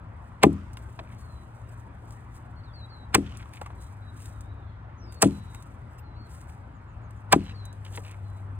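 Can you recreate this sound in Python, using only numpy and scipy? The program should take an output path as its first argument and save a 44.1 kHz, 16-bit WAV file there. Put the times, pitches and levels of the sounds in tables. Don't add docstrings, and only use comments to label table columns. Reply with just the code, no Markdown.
import sys
import numpy as np
from scipy import signal
from scipy.fft import rfft, irfft, next_fast_len
from scipy.io import wavfile
from scipy.ndimage import uniform_filter1d

SR = 44100
rng = np.random.default_rng(int(sys.argv[2]) if len(sys.argv) > 2 else 0)


def transcribe(signal):
    frames = np.atleast_2d(signal).T
    limited = np.clip(frames, -1, 1)
    pcm = np.round(limited * 32767).astype(np.int16)
    wavfile.write(sys.argv[1], SR, pcm)


N = 378815
PADDED = next_fast_len(N, real=True)
THIRDS = np.geomspace(80, 16000, 24)


# (time [s], knock level [dB], frequency where the knock is strongest [Hz],
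#   frequency of a dip in the blow's colour [Hz], notch pitch [factor], edge click level [dB], crack level [dB],
#   splintering level [dB], slowness of the cut [factor], trunk delay [s], trunk level [dB],
#   second thump delay [s], second thump level [dB], echo level [dB], bright tail level [dB])
BLOWS = [(0.4330, 8.7, 540, 1480, 1.013, -10, -1.5, -12.5, .85, .0107, 2.7, .0327, -1.4, -4, -51),
         (3.1475, -2, 1150, 620, 1.025, -2.5, 0, -9.5, .78, .0107, -5.5, .0362, -7.8, -2, -50),
         (5.2205, 2.5, 560, 3500, 1.03, -10, -8, -1, 1.7, .0133, .4, .0389, -1.1, -3, -38),
         (7.3255, 5.5, 950, 560, 1.0, -11, -1, -6, 1.2, .0135, -3, .0354, -5.6, -3, -50)]
# (time [s], level [dB], pitch [Hz])
EXTRA_CRACKS = [(0.4375, -17, 1680), (3.1495, -19.5, 5400), (3.1525, -22, 1700), (3.1585, -25, 400),
                (5.2225, -22, 2400), (5.2310, -25, 810), (5.2360, -27, 1300), (5.2375, -24, 560),
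                (7.3285, -20, 2950), (7.3310, -20, 1850), (7.3335, -14, 1200), (7.3355, -15, 1010),
                (7.3365, -19, 690)]
# (frequency [Hz], level [dB], t60 [s])
SECOND_THUMP = [(201, -12.2, .061), (287, -9.5, .077), (327, -6.5, .042), (395, -18.1, .032)]
# (frequency [Hz], level [dB])
TREE_ECHO = [(80, -70), (300, -64), (1000, -67), (2000, -65), (2700, -60), (4200, -70), (8000, -70),
             (16000, -86)]
CRACK_CYCLES = 30


def axe():
    t = np.arange(2 ** 15) / SR
    near, far = np.zeros(N), np.zeros((2, N))
    for s, *cut, trunk_s, trunk_db, thump_s, thump_db, echo_db, tail_db in BLOWS:
        add(near, *chop(s, *cut, t[:2 ** 13] - .03))
        add(near, s, bright_tail(tail_db, t))
        add(near, s + trunk_s, amp(trunk_db) * trunk(t))
        add(near, s + thump_s, amp(thump_db) * ring(SECOND_THUMP, t, rise=.0022))
        for side in far:
            echo_shape = swell(t - .09, rise=.9, t60=1.1)
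            add(side, s, puff(read(TREE_ECHO, THIRDS) + echo_db, echo_shape, grain_db=5))
    around = np.arange(-2 ** 8, 2 ** 12 - 2 ** 8) / SR
    for s, db, hz in EXTRA_CRACKS:
        add(near, s + around[0], tap(around, db, hz, CRACK_CYCLES / hz, scuff_db=-5))
    return near + far


# (frequency [Hz], level [dB], t60 [s])
NOTCH_MODES = [(183, -9.1, .077), (299, -14.4, .048), (422, -8.2, .04), (636, -11, .036), (791, -9.6, .042),
               (1001, -8, .033), (1183, -11, .033), (1568, -15, .029), (1768, -10, .028), (2010, -12, .03),
               (2317, -10.5, .028), (2560, -12, .036)]
# (frequency [Hz], level [dB])
FIBRE_CRACK = [(300, -31), (700, -21), (1100, -17), (1700, -18), (2600, -18), (3500, -22), (5000, -24),
               (7000, -30), (16000, -44)]
# (frequency [Hz], level [dB])
FINE_SPLINTERS = [(300, -70), (3000, -30), (5200, -18), (6800, -22), (8600, -7), (10500, -21), (13000, -24),
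                  (16000, -22)]
# (frequency [Hz], level [dB])
EDGE_CLICK = [(300, -60), (2000, -26), (3500, -19), (5200, -16), (6500, -20), (8600, -12), (12500, -20),
              (16000, -17)]
CLICK_RISE_S, CLICK_T60_S = .004, .014
OFF_CENTRE_DB_PER_OCTAVE = 4.8


def chop(s, knock_db, strongest_hz, dip_hz, pitch, click_db, crack_db, splinter_db, slowness, t):
    depth = (1000 / THIRDS[:, None]) ** .5
    age = t - .0006 - slowness * .0028 * depth
    scatter = amp(-22) * depth ** .4 * swell(age, rise=.055 * depth ** .3, t60=.1)
    tear = swell(age, rise=.02 * depth ** .5, t60=.036 * slowness ** .6 * depth ** .6) + scatter
    fibres = amp(read(FIBRE_CRACK, THIRDS) + crack_db)
    splinters = amp(read(FINE_SPLINTERS, THIRDS) + splinter_db)
    tear_db = 10 * np.log10(fibres ** 2 + splinters ** 2)
    crack = burst(tear_db + .5 * dip(THIRDS, dip_hz), tear, grain_db=4)

    modes = []
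    for notch_hz, db, t60 in NOTCH_MODES:
        hz = notch_hz * pitch
        off_centre_db = OFF_CENTRE_DB_PER_OCTAVE * abs(np.log2(hz / strongest_hz))
        modes.append((hz, db + knock_db - off_centre_db + dip(hz, dip_hz), t60))
    knock = ring(modes, t, rise=.0025, lag=.007 * slowness)

    click_shape = swell(t - .0012, CLICK_RISE_S, CLICK_T60_S)
    click = puff(read(EDGE_CLICK, THIRDS) + click_db, click_shape, grain_db=2)
    return s + t[0], click + crack + knock


DIP_DB, DIP_OCTAVES = -16, .2


def dip(hz, dip_hz):
    return DIP_DB * np.exp(-(np.log2(hz / dip_hz) / DIP_OCTAVES) ** 2)


# (frequency [Hz], level [dB])
BRIGHT_TAIL = [(300, -60), (2600, -7), (5200, -9), (6800, -7), (8600, 0), (10500, -9), (13000, -19),
               (16000, -21)]
TAIL_CLUMP_DB, TAIL_DELAY_S, TAIL_T60_S = 3, .018, .17


def bright_tail(db, t):
    clumps = evened(amp(TAIL_CLUMP_DB * wander(len(t), hz=120)))
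    shape = clumps * swell(t - TAIL_DELAY_S, rise=.04, t60=TAIL_T60_S)
    return puff(read(BRIGHT_TAIL, THIRDS) + db, shape, grain_db=4)


# (frequency [Hz], level [dB], t60 [s])
LOG_MODES = [(85, -26, .6), (160, -24, .354), (200, -21.6, .39), (245, -29.7, .38), (279, -18.4, .247),
             (319, -19.3, .195), (355, -22, .2), (397, -22.5, .17), (434, -31, .162), (489, -35, .17),
             (574, -34, .15), (680, -29, .13), (812, -30, .1), (1005, -36, .09)]
# (frequency [Hz], level [dB])
LOG_RUMBLE = [(80, -35), (150, -32), (300, -32), (450, -44), (700, -50), (1200, -66), (16000, -100)]


def trunk(t):
    rumble = puff(read(LOG_RUMBLE, THIRDS) - 4.5, swell(t - .02, rise=.06, t60=.3), grain_db=0)
    return ring(LOG_MODES, t, rise=.003) + rumble


# (time [s], hollow knock level [dB], knock pitch [Hz],
#   bright clack level [dB], clack pitch [Hz], trunk level [dB])
CHIPS = [(0.771, -48, 1080, -45, 2800, -52), (0.889, -48, 480, -66, 2200, -42),
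         (0.991, -35, 660, -38, 1800, -29), (0.997, -43, 900, -48, 2500, -42),
         (1.021, -51, 550, -66, 2000, -45), (3.402, -54, 1100, -51, 1900, -58),
         (3.427, -52, 1000, -50, 2100, -56), (3.458, -52, 1100, -60, 2200, -58),
         (3.615, -33.5, 845, -50, 2500, -42), (3.661, -38, 1160, -53, 2600, -44),
         (3.704, -46, 950, -60, 1700, -48), (5.547, -51, 1150, -49, 2000, -56),
         (6.495, -62, 900, -56, 2200, -58), (7.851, -60, 800, -49, 2900, -54),
         (7.863, -48, 540, -47, 2000, -41), (7.951, -56, 1200, -50, 3800, -56),
         (7.975, -40, 960, -38, 2080, -36), (7.982, -39, 450, -47, 1400, -38),
         (8.049, -56, 1400, -51, 2700, -54)]
# (multiple of the knock pitch [ratio], level [dB], t60 [s])
HOLLOW_OVERTONES = [(1.35, -13, .03), (1.8, -11, .035), (2.3, -18, .03)]
# (time [s], level [dB])
SNAPS = [(0.528, -52.5), (0.733, -49.5), (0.772, -49.5), (2.108, -51.5), (3.372, -45), (3.537, -47),
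         (3.614, -46), (3.661, -52), (4.257, -47), (4.408, -49), (5.124, -46), (5.143, -51), (5.547, -45),
         (5.624, -49), (7.108, -57), (7.654, -46), (7.728, -53), (7.85, -51), (8.113, -49)]
# (frequency [Hz], level [dB])
LEAVES = [(300, -40), (2000, -15), (4000, -10), (6000, -6), (8500, -1), (11000, -4), (14000, -7),
          (16000, -14)]
KNOCK_DAMPING_S, CLACK_DAMPING_S = .062, .03


def debris():
    t, out = np.arange(-2 ** 8, 2 ** 12 - 2 ** 8) / SR, np.zeros(N)
    for s, knock_db, hz, clack_db, clack_hz, trunk_db in CHIPS:
        modes = [(hz * ratio, knock_db + db, t60) for ratio, db, t60 in HOLLOW_OVERTONES]
        overtones = ring(modes, t, rise=.001)
        knock = tap(t, knock_db, hz, KNOCK_DAMPING_S, scuff_db=-5) + overtones
        clack = tap(t, clack_db, clack_hz, CLACK_DAMPING_S, scuff_db=-1)
        add(out, s + t[0], knock + clack)
        add(out, s, amp(trunk_db) * trunk(np.arange(2 ** 14) / SR))
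    for s, db in SNAPS:
        snap = puff(db - 4 + read(LEAVES, THIRDS), swell(t, rise=.005, t60=.04), grain_db=5)
        add(out, s + t[0], snap)
    return out


TAP_DB_PER_OCTAVE, TAP_RISE_S = 9, .005


def tap(t, db, hz, damping_s, scuff_db):
    colour_db = -TAP_DB_PER_OCTAVE * abs(np.log2(THIRDS / hz)) ** 1.4
    tick_shape = swell(t, rise=TAP_RISE_S, t60=.8 * damping_s)
    tick = puff(db + scuff_db + colour_db, tick_shape, grain_db=4)
    return tick + ring([(hz, db + 2.5, .7 * damping_s)], t, rise=.0007)


# (time [s], length [s], level [dB], centre frequency [Hz])
SCRAPES = [(1.02, .17, -63, 2100), (3.24, .15, -58.5, 2800), (3.258, .018, -53, 3100),
           (3.385, .055, -55.5, 2300), (3.522, .07, -54, 2500), (3.62, .07, -63, 2000),
           (4.14, .13, -68, 2600), (7.365, .07, -59, 2800), (7.425, .115, -54.5, 2750),
           (7.835, .06, -60, 2700), (7.925, .035, -55, 3200), (8.02, .14, -56.5, 2400)]
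# (multiple of the centre frequency [ratio], level [dB], t60 [s])
SPLINTER_MODES = [(.41, -7, .012), (.55, -5, .01), (.73, -3.5, .009), (1, 0, .012), (1.35, -8, .005),
                  (2, -8, .003)]
SLIPS_PER_S, SLIP_DB = 110, -2
SLIP_SPREAD_DB, SLIP_DETUNE = 20, .25
SCRAPE_DB_PER_OCTAVE, SCRAPE_RUB_DB = 9, -6


def creaks():
    t, out = np.arange(2 ** 10) / SR, np.zeros(N)
    for s, length, db, hz in SCRAPES:
        size = next_fast_len(int(length * SR))
        stroke = signal.windows.tukey(size, .7) * evened(amp(3 * wander(SR, hz=45)[:size]))
        colour_db = -SCRAPE_DB_PER_OCTAVE * abs(np.log2(THIRDS / hz)) ** 1.2
        add(out, s, puff(db + SCRAPE_RUB_DB + colour_db, stroke, grain_db=6))

        count = int(length * SLIPS_PER_S) + 1
        slips = np.zeros(size + len(t))
        for k, (when, softness, pitch) in enumerate(rng.random((count, 3))):
            place = (k + when) / count
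            centre_hz = hz * (1 + SLIP_DETUNE * (pitch - .5))
            modes = [(centre_hz * ratio, mode_db - SLIP_SPREAD_DB * softness, t60)
                     for ratio, mode_db, t60 in SPLINTER_MODES]
            pressure = np.sin(np.pi * place) ** .5
            add(slips, place * length, pressure * ring(modes, t, rise=.0002))
        add(out, s, amp(db + SLIP_DB) * evened(slips) * np.sqrt(size / len(slips)))
    return out


# (time [s], length [s], level [dB])
SLIDES = [(1.68, 0.02, -69), (5.87, .12, -75), (5.976, .025, -62)]
# (frequency [Hz], level [dB], t60 [s])
BLADE_MODES = [(2700, -2, .035), (5050, -2, .025), (7980, 0, .04), (9400, -12, .03), (11300, -7, .03),
               (12700, -10, .03), (14250, -7, .07)]
RUB_DB = -3


def blade():
    out, steel = np.zeros(N), ring(BLADE_MODES, np.arange(2 ** 12) / SR, rise=.001)
    for s, length, db in SLIDES:
        stroke = np.hanning(int(length * SR))
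        friction = rng.standard_normal(len(stroke)) * stroke
        add(out, s, amp(db - 5.5) * evened(signal.fftconvolve(friction, steel)))
        add(out, s, puff(db + RUB_DB + read(LEAVES, THIRDS), stroke, grain_db=4))
    return out


# (time of the peak [s], time to die away [s], level [dB])
RUSTLES = [(0.24, 1.2, -77), (0.82, .9, -67), (1.2, 3.0, -70), (1.72, .4, -68), (2.11, .9, -67),
           (2.35, .3, -61), (3.4, .5, -62.5), (3.56, .5, -59.5), (3.82, .45, -60), (4.21, .6, -56),
           (5.13, .4, -69), (5.56, .9, -66), (6.34, .6, -59), (6.5, .5, -67), (7.17, .9, -76),
           (7.94, .7, -55), (8.3, 1.2, -72)]
# (time [s], level [dB])
BREEZE = [(0.0, -85), (0.65, -75), (4.16, -78), (4.88, -91), (5.4, -68), (6.17, -89), (8.06, -71),
          (8.59, -83)]
BREEZE_GAIN_DB = -2
RUSTLE_RISE_SHARE = .45
SHAKE_DELAY_S, SHAKE_RISE_S, SHAKE_T60_S = .04, .1, .8
SHAKE_DB = -58.5
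CONTACTS_PER_S, CONTACT_SPREAD_DB = 7000, 2.6
FLUTTER_DB, FLUTTER_HZ = 2.6, 30


def grass():
    hz, t = np.fft.rfftfreq(PADDED, 1 / SR), np.arange(N) / SR
    sizes = amp(CONTACT_SPREAD_DB * np.minimum(rng.exponential(1, N), 5))
    contacts = rng.standard_normal(N) * (rng.random(N) < CONTACTS_PER_S / SR) * sizes
    colour = amp(read(LEAVES, hz)) / np.sqrt(hz + 1)
    hiss = irfft(rfft(contacts, PADDED) * colour, PADDED)[:N]

    slow = t[::2 ** 6]
    power = amp(np.interp(slow, *np.transpose(BREEZE)) + BREEZE_GAIN_DB) ** 2
    for s, fade_s, db in RUSTLES:
        power += (amp(db + 2) * swell(slow - s, RUSTLE_RISE_SHARE * fade_s, fade_s)) ** 2
    for s, _, _, _, _, _, _, splinter_db, *_ in BLOWS:
        shake = swell(slow - s - SHAKE_DELAY_S, SHAKE_RISE_S, SHAKE_T60_S)
        power += (amp(SHAKE_DB + splinter_db) * shake) ** 2
    flutter = amp(FLUTTER_DB * wander(PADDED, FLUTTER_HZ)[:N])
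    return evened(hiss * flutter) * np.sqrt(np.interp(t, slow, power))


# (time [s], length [s], first pitch [Hz],
#   resting pitch [Hz], bend of the glide [exponent], level [dB], level change over the note [dB])
WHISTLES = [(1.14, .33, 4550, 3850, .6, -68.5, -2), (2.63, .1, 4750, 3280, 1.4, -61, -4),
            (2.726, .148, 4930, 3880, 2.8, -53, 2), (2.885, .18, 4750, 3880, 3.5, -57.5, -9),
            (3.77, .13, 4050, 3870, 1.5, -70, 0), (4.01, .11, 3920, 3850, 1, -65, 4),
            (4.965, .26, 6750, 4300, 2.8, -60, -2), (5.28, .36, 4200, 3790, 2.5, -64, -2),
            (6.02, .17, 4300, 3900, .8, -68, 0), (7.385, .15, 4450, 3850, 1.5, -59.5, 5),
            (7.53, .21, 4800, 3870, 3.8, -57.5, -9), (8.22, .2, 4300, 3850, 1.5, -70.5, -2)]
# (time [s], length [s], level [dB])
SLURS = [(2.56, .06, -63), (6.15, .14, -63)]
# (share of the length [0-1], pitch [Hz])
SLUR_PITCH = [(0, 4200), (.25, 4450), (.7, 4380), (1, 3750)]
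TRUNKS_DB, TRUNKS_T60_S = -10, .25


def birds():
    out = np.zeros(N)
    for s, length, first_hz, rest_hz, bend, db, change_db in WHISTLES:
        decay = np.exp(-bend * np.linspace(0, 1, int(length * SR)))
        glide = (decay - decay[-1]) / (1 - decay[-1])
        add(out, s, whistle(rest_hz + (first_hz - rest_hz) * glide, db, change_db))
    for s, length, db in SLURS:
        share = np.linspace(0, 1, int(length * SR))
        add(out, s, whistle(np.interp(share, *np.transpose(SLUR_PITCH)), db))
    return out + amp(TRUNKS_DB) * among_trees(out, t60=TRUNKS_T60_S)


WHISTLE_WAVER_DB, WHISTLE_WAVER_HZ = 2.2, 18


def whistle(hz, db, change_db=-4):
    size = len(hz)
    waver_db = WHISTLE_WAVER_DB * wander(SR, WHISTLE_WAVER_HZ)[:size]
    level_db = db + change_db * np.linspace(-.5, .5, size) + waver_db
    tone = np.sin(2 * np.pi * np.cumsum(hz) / SR)
    return signal.windows.tukey(size, .3) * amp(level_db) * tone


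# (time [s], length [s], first pitch [Hz],
#   last pitch [Hz], level [dB])
FAR_CALLS = [(4.16, .1, 3950, 3750, -71), (4.3, .14, 4000, 3550, -72), (4.4, .16, 3550, 3950, -73),
             (4.57, .15, 3850, 3300, -71), (4.6, .1, 3900, 4250, -74), (4.68, .1, 4000, 3600, -75),
             (5.04, .09, 3550, 3700, -70)]
CHIRP_START_S, CHIRP_EVERY_S, CHIRP_S = 6.73, .137, .065
CHIRP_FROM_HZ, CHIRP_TO_HZ, CHIRP_DB = 7500, 6200, -78
FAR_T60_S, CHIRP_T60_S = .55, .08


def far_birds(count=4):
    calls, chirps = np.zeros((2, N))
    for s, length, first_hz, last_hz, db in FAR_CALLS:
        bend = np.sin(np.linspace(0, np.pi / 2, int(length * SR)))
        add(calls, s, whistle(first_hz + (last_hz - first_hz) * bend, db))
    for k in range(count):
        pitch = np.geomspace(CHIRP_FROM_HZ, CHIRP_TO_HZ, int(CHIRP_S * SR))
        add(chirps, CHIRP_START_S + k * CHIRP_EVERY_S, whistle(pitch, CHIRP_DB))
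    return among_trees(calls, t60=FAR_T60_S) + among_trees(chirps, t60=CHIRP_T60_S)


def among_trees(sound, t60):
    tail = rng.standard_normal((2, SR)) * swell(np.arange(SR) / SR, rise=1, t60=t60)
    return signal.fftconvolve(sound[None], evened(tail) / np.sqrt(SR), axes=1)[:, :N]


# (time [s], pitch [Hz], level [dB])
ENGINE = [(0.0, 104.9, -51), (1.2, 115.1, -49), (3.2, 111, -47.5), (3.56, 110.3, -45), (3.9, 99.5, -45.5),
          (4.7, 105.5, -45.5), (5.1, 108.6, -49), (5.55, 105.4, -51), (5.81, 115.7, -50),
          (6.44, 107.4, -55), (6.62, 120.2, -54), (6.77, 106.7, -55), (7.03, 111.4, -46), (7.44, 95.0, -42),
          (7.54, 101.1, -44), (8.59, 97.7, -38)]
# (frequency [Hz], level per hertz [dB])
FAR_AIR = [(20, -86), (35, -72), (52, -61), (80, -60), (115, -66), (170, -74.5), (260, -79), (450, -87.5),
           (950, -82), (1400, -85.7), (2100, -95), (3200, -106), (6000, -120), (16000, -136)]
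# (frequency [Hz], likeness [0-1])
LIKENESS = [(50, .99), (250, .96), (500, .65), (1000, .5), (1600, .4), (4000, .45), (16000, .7)]
ENGINE_GAIN_DB, WAVER_DB = 4, 1.4


def distance():
    hz, t = np.fft.rfftfreq(PADDED, 1 / SR), np.arange(N) / SR
    a, b = rfft(rng.standard_normal((2, PADDED)))
    same = np.clip(read(LIKENESS, hz), 0, 1)
    pair = np.array([a, same * a + np.sqrt(1 - same ** 2) * b])
    wash = irfft(pair * amp(read(FAR_AIR, hz)), PADDED)[:, :N]

    s, pitch, db = np.transpose(ENGINE)
    waver_db = WAVER_DB * wander(PADDED, hz=6)[:N]
    phase = 2 * np.pi * np.cumsum(np.interp(t, s, pitch)) / SR
    drone = amp(np.interp(t, s, db) + ENGINE_GAIN_DB + waver_db) * np.sin(phase)

    bands_hz, _, cells = signal.stft(wash, SR, nperseg=2 ** 10)
    patches = uniform_filter1d(rng.standard_normal(cells.shape[1:]), size=5, axis=0)
    patches = uniform_filter1d(patches, size=6, axis=1)
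    mottle_db = 1.8 * evened(patches) * (bands_hz[:, None] > 200) - 1
    wash = signal.istft(cells * amp(mottle_db), SR)[1][:, :N]
    return wash * np.sqrt(SR / 2) + drone


def amp(db):
    return 10 ** (np.asarray(db) / 20)


def evened(x):
    return x / np.sqrt(np.mean(x ** 2, -1, keepdims=True) + 1e-30)


def read(points, hz, column=1):
    points = np.array(points, float)
    return np.interp(np.log(hz + 1), np.log(points[:, 0] + 1), points[:, column])


def add(mix, s, sound):
    part = mix[max(round(s * SR), 0):][:len(sound)]
    part += sound[:len(part)]


def swell(t, rise, t60):
    return np.exp(-np.log(1000) * np.maximum(-t / rise, t / t60))


def wander(size, hz):
    rates = np.fft.rfftfreq(size, 1 / SR)
    return evened(irfft(rfft(rng.standard_normal(size)) / (1 + (rates / hz) ** 4), size))


def ring(modes, t, rise, lag=0):
    hz, db, t60 = np.transpose(modes)[:, :, None]
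    age = np.maximum(t - lag * np.sqrt(200 / hz), 0)
    onset = -np.expm1(-np.minimum(age / rise, 10) ** 2)
    return (amp(db - 60 * age / t60) * onset * np.sin(2 * np.pi * hz * age)).sum(0)


def grainy(size, grain_db):
    steps = np.repeat(rng.standard_normal(size // 2 ** 4 + 1), 2 ** 4)[:size]
    return rng.standard_normal(size) * amp(grain_db * steps)


def burst(levels_db, shape, grain_db=0):
    size = shape.shape[-1]
    numbers = np.arange(len(THIRDS))
    place = np.interp(np.fft.rfftfreq(size, 1 / SR), THIRDS, numbers)
    window = np.maximum(1 - abs(place - numbers[:, None]), 0)
    bands = irfft(window * rfft(grainy(size, grain_db)), size)
    strength = np.sqrt(np.mean(shape ** 2, -1, keepdims=True))
    return amp(levels_db) @ (evened(bands * shape) * strength) * np.sqrt(2 / 3)


def puff(levels_db, shape, grain_db):
    size = len(shape)
    hz = np.fft.rfftfreq(size, 1 / SR)
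    source = evened(grainy(size, grain_db) * shape) * np.sqrt(np.mean(shape ** 2))
    band_width = np.maximum(hz, THIRDS[0]) * np.log(THIRDS[1] / THIRDS[0])
    colour = amp(np.interp(hz, THIRDS, levels_db)) * np.sqrt(SR / 2 / band_width)
    return irfft(rfft(source) * colour, size)


def scene():
    near = axe() + debris() + creaks() + blade() + grass()
    return near + birds() + far_birds() + distance()


# (frequency [Hz], lead of the left [rad], left minus right [dB])
PORTS = [(100, 0, 3), (280, -0.4, 3), (570, -0.8, 5), (800, -1.33, 2.5), (1050, -1.27, -0.5),
         (2400, -1.45, -0.5), (3300, -1.6, 0), (4700, -2.75, 1), (6000, -2.55, 0), (7700, -0.97, 0),
         (9000, 0.26, 0.5), (11600, 3, 0), (14500, 5.5, 0)]
LOW_CUT_HZ, EDGE_HZ = 41, 16200


def record(dry):
    hz = np.fft.rfftfreq(PADDED, 1 / SR)
    tilt = amp(read(PORTS, hz, column=2) / 2) * np.exp(.5j * read(PORTS, hz))
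    low_cut = signal.butter(2, LOW_CUT_HZ, "high", fs=SR, output="sos")
    lean = signal.sosfilt(low_cut, dry)
    pair = irfft(rfft(lean, PADDED) * np.array([tilt, 1 / tilt]), PADDED)[:, :N]
    rounded = pair / np.sqrt(np.hypot(1, (pair / .92) ** 2))
    band_limit = signal.firwin(255, EDGE_HZ, window=("kaiser", 9), fs=SR)
    return signal.oaconvolve(rounded, band_limit[None], "same")


dry = scene()
out = record(dry)
transcribe(out)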